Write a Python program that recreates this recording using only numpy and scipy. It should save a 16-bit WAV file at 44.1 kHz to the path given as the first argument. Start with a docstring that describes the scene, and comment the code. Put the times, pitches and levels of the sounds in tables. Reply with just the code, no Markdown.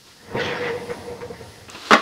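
"""A small room with a hard floor: a swivel office chair is pushed off and rolls, its casters made of dense
tiny impacts that rumble, rattle, scrape and bump. A low squeak near 480 Hz, a wavering sine, comes and goes
as it slows. Something slides with a rising rustle of grainy noise and a tick, among soft handling taps; then
a hard object knocks down close to the microphone, ringing modes and noise bursts, and overloads it.
Room tone and a thin hiss, both shaped noise, lie behind."""
import sys
import numpy as np
from scipy import signal
from scipy.fft import rfft, irfft, next_fast_len
from scipy.io import wavfile
from scipy.ndimage import uniform_filter1d, minimum_filter1d, map_coordinates

SR = 44100
rng = np.random.default_rng(int(sys.argv[2]) if len(sys.argv) > 2 else 0)


def store_wav(level_fs):
    """Save 16-bit WAV to argv[1]."""
    pcm = np.round(np.clip(np.atleast_2d(level_fs), -1, 1) * 32767)
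    wavfile.write(sys.argv[1], SR, pcm.T.astype(np.int16))


N = 88640  # samples

PATCHY_DB = 3  # rms depth of the flicker in the rattle and the scrape


def amp(db):
    """Decibels to gain."""
    return 10 ** (np.asarray(db) / 20)


def unit(x):
    """Scale to rms 1."""
    return x / np.sqrt(np.mean(x ** 2) + 1e-20)


def clock():
    """Time of each sample in seconds."""
    return np.arange(N) / SR


def along(points, hz):
    """Read (Hz, value) points at hz, on a log frequency axis."""
    point_hz, values = np.transpose(points)
    return np.interp(np.log(hz + 1), np.log(point_hz + 1), values)


def level(rows):
    """Gain per sample from (s, dB) rows."""
    return amp(np.interp(clock(), *np.transpose(rows)))


def wobble(rate):
    """A smooth random curve with rate knots a second."""
    knots = rng.standard_normal(int(N * rate / SR) + 4)
    return map_coordinates(knots, [clock() * rate])


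def filtered(x, response):
    """x times a response of frequency."""
    size = next_fast_len(N + SR // 2)
    hz = np.fft.rfftfreq(size, 1 / SR)
    return irfft(rfft(x, size) * response(hz), size)[:N]


def coloured(x, spectrum):
    """x filtered by the given spectrum, at rms 1."""
    return unit(filtered(x, lambda hz: amp(along(spectrum, hz))))


def noise(spectrum):
    """Smooth coloured noise at rms 1."""
    return coloured(rng.standard_normal(N), spectrum)


def burst(s, attack, hold, t60):
    """Envelope from time s: linear attack, hold, exponential release."""
    t = clock() - s
    release = amp(-60 * np.maximum(t - attack - hold, 0) / t60)
    return np.clip(t / attack, 0, 1) * release


def mode(s, attack, hz, t60):
    """A decaying sine struck at time s."""
    return burst(s, attack, 0, t60) * np.sin(2 * np.pi * hz * (clock() - s))


def swell(s, length):
    """A rounded rise and fall."""
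    return np.sin(np.pi * np.clip((clock() - s) / length, 0, 1))


def patchy(x, depth_db):
    """Make patches of time and frequency come and go at random."""
    z = signal.stft(x, nperseg=512)[2]
    field = rng.standard_normal(z.shape)
    field = uniform_filter1d(field, size=5, axis=0)  # over frequency bins
    field = uniform_filter1d(field, size=8, axis=1)  # over time frames
    return unit(signal.istft(z * amp(depth_db * unit(field)), nperseg=512)[1][:N])


def grains():
    """Rough contact as dense tiny impacts of uneven size."""
    grains_per_s, spread_db = 6000, 1.5
    size = amp(spread_db * np.minimum(rng.exponential(size=N), 4))
    hit = rng.random(N) < grains_per_s / SR
    return hit * size * rng.standard_normal(N)


def frame(x):
    """The chair's frame adds its resonances to what shakes it."""
    # frame resonances: centre_hz, width_hz, gain_db
    resonances = [(470,26,6),(935,12,2.5),(1730,170,-21)]

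    def response(f):
        return 1 + sum(amp(db) * 1j * f * w / (c * c - f * f + 1j * f * w) for c, w, db in resonances)
    return filtered(x, response)


def casters():
    """Wheels run over the grain of the floor: a rumble, the floor's low drumming and a plastic rattle."""
    # rumble of the rolling: time_s, level_db (before the trim)
    roll_levels = [(.1,-61.5),(.22,-53.5),(.294,-40.5),(.35,-25),(.45,-25.5),(.572,-30.5),(.65,-29),(.72,-31.5),(.87,-36.5),(.92,-32.5),(.99,-36.5),(1.12,-36.5),(1.19,-41),(1.29,-38),(1.37,-51),(1.42,-43),(1.48,-46.5),(1.85,-54)]
    # rumble spectrum: freq_hz, relative density_db
    rumble_colour = [(30,-49),(70,-25),(115,-11.5),(165,0),(240,-4.5),(380,-4.5),(640,-6),(1000,-10),(1500,-24.5),(3000,-49.5)]
    # drumming of the floor under the wheels: time_s, level_db
    drum_levels = [(.15,-75),(.28,-51),(.36,-38),(.65,-47.5),(.82,-46),(1.12,-44),(1.42,-45.5),(1.58,-46),(1.8,-59.5),(2,-60)]
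    # drumming spectrum: freq_hz, relative density_db
    drum_colour = [(25,-28),(50,-16),(70,-8.5),(100,13),(125,-3.5),(170,-13),(300,-35),(1000,-70)]
    # caster rattle: time_s, level_db (before the trim)
    rattle_levels = [(.2,-58),(.3,-47.5),(.385,-34.5),(.40,-27.5),(.44,-29.5),(.485,-27.5),(.54,-31),(.565,-28.5),(.64,-30.5),(.672,-25.5),(.705,-31.5),(.74,-41),(.85,-46),(.97,-45.5),(1.15,-52),(1.65,-52.5),(1.8,-65)]
    # rattle spectrum: freq_hz, relative density_db
    rattle_colour = [(200,-18),(800,-0.5),(1500,4.5),(1950,10.5),(2350,0.5),(2650,2.5),(3000,-4.5),(3400,0.5),(4000,-11),(5200,-12),(7000,-25.5),(12000,-39)]
    roll_trim_db, rattle_trim_db = -2.5, -1

    # both levels waver: depth in dB, knots a second
    roll_gain = level(roll_levels) * amp(roll_trim_db + 1.47 * wobble(29.23))
    rumble = roll_gain * coloured(frame(grains()), rumble_colour)
    drum = level(drum_levels) * noise(drum_colour)
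    rattle_gain = level(rattle_levels) * amp(rattle_trim_db + .8 * wobble(68.3))
    rattle = rattle_gain * patchy(coloured(frame(grains()), rattle_colour), PATCHY_DB)
    return rumble + drum + rattle


def scrape():
    """The casters drag sideways as they swing round after the push, before they line up."""
    # scrape: time_s, level_db
    scrape_levels = [(.36,-80),(.385,-42),(.397,-27.5),(.43,-35.5),(.455,-26.5),(.485,-34.5),(.52,-43),(.58,-53),(.7,-47),(.8,-82)]
    # scrape spectrum: freq_hz, relative density_db
    scrape_colour = [(500,-34),(1500,10.5),(2000,-9),(3000,5),(4500,-2.5),(6000,-13),(7500,-26),(12000,-47)]
    return level(scrape_levels) * patchy(coloured(grains(), scrape_colour), PATCHY_DB)


def bumps():
    """Each jolt rings the chair, thuds through the frame and shakes the loose casters."""
    # caster bumps: start_s, attack_s, thud_db, rattle_db
    jolts = [(.348,0.0023,-24,-46),(.372,0.0033,-33.5,-49),(0.893,0.0082,-36,-32.5),(1.105,0.0051,-38,-50),(1.208,0.0015,-43,-37),(1.299,0.00087,-39,-49.5),(1.326,0.0038,-49,-46),(1.395,0.016,-42,-48.5)]
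    # what a jolt rings in the chair: freq_hz, level_db (relative to the jolt), t60_s
    jolt_modes = [(130,-2,0.17),(173,-3,0.12),(371,-8,0.07),(702,-14,0.038)]
    # thud spectrum: freq_hz, relative density_db
    thud_colour = [(30,-40),(70,-41),(130,0.5),(250,-5.5),(500,-2),(1000,-12),(2500,-52.5)]
    # spectrum of the shaken casters: freq_hz, relative density_db
    clatter_colour = [(200,-5),(850,0),(1400,-1),(2150,1.5),(2500,-11.5),(3400,-17),(5000,-17),(7000,-28),(14000,-45)]
    ring_over_thud_db, hold_s, t60_s = 0.5, 0.013, 0.13

    thud = coloured(frame(grains()), thud_colour)
    clatter = coloured(frame(grains()), clatter_colour)
    out = np.zeros(N)
    for s, attack, thud_db, rattle_db in jolts:
        ring = sum(amp(db) * mode(s, attack, hz, t60) for hz, db, t60 in jolt_modes)
        shaken = amp(thud_db) * thud + amp(rattle_db) * clatter
        out += amp(thud_db + ring_over_thud_db) * ring
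        out += burst(s, attack, hold_s, t60_s) * shaken
    return out


def squeak():
    """A rubbing bearing sings in short wavering swells."""
    # swells of the squeak: start_s, length_s, pitch_hz (mean), level_db (before the trim)
    squeak_swells = [(0.312,0.026,475,-32),(.345,0.021,490,-23.5),(0.408,0.026,495,-24.5),(0.483,0.056,490,-27.5),(0.546,0.075,485,-31.5),(0.599,0.078,492,-24.5),(0.678,0.078,462,-25.5),(0.72,0.072,485,-30),(0.781,0.092,490,-39.5),(0.882,0.058,482,-28.5),(1.034,0.14,482,-33),(1.218,0.049,486,-31),(1.3,0.022,472,-28.5),(1.391,0.043,464,-36)]
    pitch_waver = 0.0116  # fraction of the pitch
    rough_db, trim_db = 1.4, -1
    swell_power = 0.73  # below 1 rounds the swell out fuller

    out = np.zeros(N)
    for s, length, hz, db in squeak_swells:
        pitch = hz * (1 + pitch_waver * wobble(90))
        phase = 2 * np.pi * np.cumsum(pitch) / SR
        shape = np.abs(swell(s, length)) ** swell_power
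        out += amp(db) * shape * np.sqrt(2) * np.sin(phase)
    return out * amp(trim_db + rough_db * wobble(150))


def knock():
    """A hard object lands in quick contacts; each rings its modes, dense body and a crack, with little bass."""
    # contacts of the knock: start_s, ring_db, body_db, crack_db
    contacts = [(1.9081,-15.5,-8,-25),(1.9207,-16.5,-9,-36),(1.931,-16.5,-8,-7),(1.9358,-13,-12.5,-14)]
    # what the knocked object rings with: freq_hz, relative level_db (before scatter), t60_s
    knock_modes = [(236,-4,0.096),(301,-4.5,0.13),(360.2,-5.5,0.15),(424,-12,0.061),(566,-6,0.081),(624.5,-8,0.14),(656,-6.5,0.16),(786,-5,0.09),(880,-7.5,.12),(1105,1.5,0.18),(1177,-3,0.17),(1217,2,0.1),(1264,-1.5,0.075),(1414,-4.5,0.096),(1617,-12,0.17),(1857,-8.5,0.088),(2050,-7.5,0.14),(2430,-14,0.17),(2524,-15,.2),(2860,-16,0.21),(3336,-12,0.18),(3590,-25,.18),(4160,-20,0.24)]
    # body spectrum: freq_hz, relative density_db
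    body_colour = [(40,-40),(110,-28),(220,-0.5),(550,2),(900,-8),(1220,5.5),(1600,-1.5),(2000,-4.5),(2250,-35),(2800,-8),(4500,-16.5),(7000,-27.5),(14000,-51)]
    # crack spectrum: freq_hz, relative density_db
    crack_colour = [(300,-11),(1500,6.5),(2250,1),(2800,1),(3500,-4.5),(5000,-7),(7000,-17),(10000,-36),(15000,-33)]
    attack_s, body_t60_s = .0008, 0.1
    crack_attack_s, crack_hold_s, crack_t60_s = .002, 0.0016, 0.028
    scatter_db, low_cut_hz = 1, 159

    out = np.zeros(N)
    for s, ring_db, body_db, crack_db in contacts:
        ring = np.zeros(N)
        for hz, db, t60 in knock_modes:
            ring += amp(db + rng.normal(0, scatter_db)) * mode(s, attack_s, hz, t60)
        body = burst(s, attack_s, 0, body_t60_s) * noise(body_colour)
        crack = burst(s, crack_attack_s, crack_hold_s, crack_t60_s) * noise(crack_colour)
        out += amp(ring_db) * ring + amp(body_db) * body + amp(crack_db) * crack
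    low_cut = signal.butter(N=4, Wn=low_cut_hz, btype="high", fs=SR, output="sos")
    return signal.sosfilt(low_cut, out)


def rustle():
    """Light sliding friction, grains over smooth noise, and one bright tick."""
    # sliding rustle: time_s, level_db
    rustle_levels = [(0,-95),(.05,-58),(.085,-48.5),(.13,-55),(.3,-63),(1.66,-64),(1.715,-42),(1.8,-40.5),(1.86,-35.5),(1.91,-34.5),(1.96,-39)]
    # rustle spectrum: freq_hz, relative density_db
    rustle_colour = [(100,-44),(300,2),(550,-9),(1200,-1),(2000,-6.5),(4100,-3),(7000,-15),(15000,-31.5)]
    # the tick: start_s, peak_db, t60_s
    s, peak_db, t60 = (1.6995,-24,0.003)
    # tick spectrum: freq_hz, relative density_db
    tick_colour = [(1000,-35),(3800,-15.5),(5000,-1.5),(8300,1),(9800,-19),(16000,-19)]

    tick = burst(s, .0003, .0005, t60) * noise(tick_colour)
    slide = coloured(grains() + 0.44 * rng.standard_normal(N), rustle_colour)
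    return level(rustle_levels) * slide + amp(peak_db) * tick / np.abs(tick).max()


def taps():
    """Soft, dull contacts as something is handled: short bursts of coloured noise."""
    # light handling taps: start_s, level_db
    contacts = [(1.683,-39),(1.746,-34.5)]
    # tap spectrum: freq_hz, relative density_db
    tap_colour = [(60,-20),(200,2),(320,4.5),(600,-4),(1250,0),(2000,-8.5),(2750,-0.5),(3600,-15),(6000,-22),(12000,-38)]
    attack_s, hold_s, t60_s = 0.0016, 0.0095, 0.12
    envelope = sum(amp(db) * burst(s, attack_s, hold_s, t60_s) for s, db in contacts)
    return noise(tap_colour) * envelope


def in_room(x, wet_db):
    """x plus the small room's diffuse tail, noise that dies away at its own rate in each band."""
    # room decay: freq_hz, t60_s
    room_decay = [(150,0.33),(1500,0.36),(4000,0.5),(10000,0.084)]
    hz, t, z = signal.stft(rng.standard_normal(SR // 2), SR, nperseg=256)
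    decay = amp(-60 * t / along(room_decay, hz)[:, None])
    tail = signal.istft(z * decay, SR, nperseg=256)[1]
    delay = np.zeros(SR // 250)  # 4 ms before the tail starts
    tail = np.concatenate([delay, tail / np.linalg.norm(tail)])
    return x + amp(wet_db) * signal.fftconvolve(x, tail)[:N]


def background():
    """Steady room tone and a thin high hiss that swells twice, both coloured noise."""
    # room tone spectrum: freq_hz, relative density_db
    tone_colour = [(25,-7),(100,3),(190,2),(300,0.5),(700,-16.5),(2000,-20),(2600,-8.5),(5000,-2),(7500,-11),(10000,-12.5),(15000,-21.5)]
    # hiss spectrum: freq_hz, relative density_db
    hiss_colour = [(2000,-1.5),(4800,2),(7500,-8.5),(9000,-7),(10000,0.5),(11500,-13.5),(15000,-16)]
    # swells of the hiss: start_s, length_s, level_db (at the crest)
    hiss_swells = [(.6,0.64,-48.5),(1.3,0.41,-51.5)]
    tone_db = -51.5
    hiss_gain = sum(amp(db) * swell(s, length) for s, length, db in hiss_swells)
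    return amp(tone_db) * noise(tone_colour) + noise(hiss_colour) * hiss_gain


def scene():
    """Chair and knock in the room, one channel; squeak, rustle and taps are heard without the tail."""
    chair = in_room(casters() + scrape() + bumps(), -10.5) + squeak()  # tail level in dB
    fall = in_room(knock(), -12.5)
    return (chair + fall + rustle() + taps() + background())[None]


def record(dry):
    """A fast limiter catches most of the overload, the rest clips; nothing is kept above the band limit."""
    limit_db, hold_s = 4.5, .003  # limit relative to full scale
    clip_top, top_hz = 1.0, 15700
    size = int(hold_s * SR)
    needed = 1 / np.maximum(np.abs(dry[0]) / amp(limit_db), 1)
    gain = uniform_filter1d(minimum_filter1d(needed, size), size)
    clipped = np.clip(dry[0] * gain, -clip_top, clip_top)
    return filtered(clipped, lambda hz: hz < top_hz)[None]


dry = scene()
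out = record(dry)
store_wav(out)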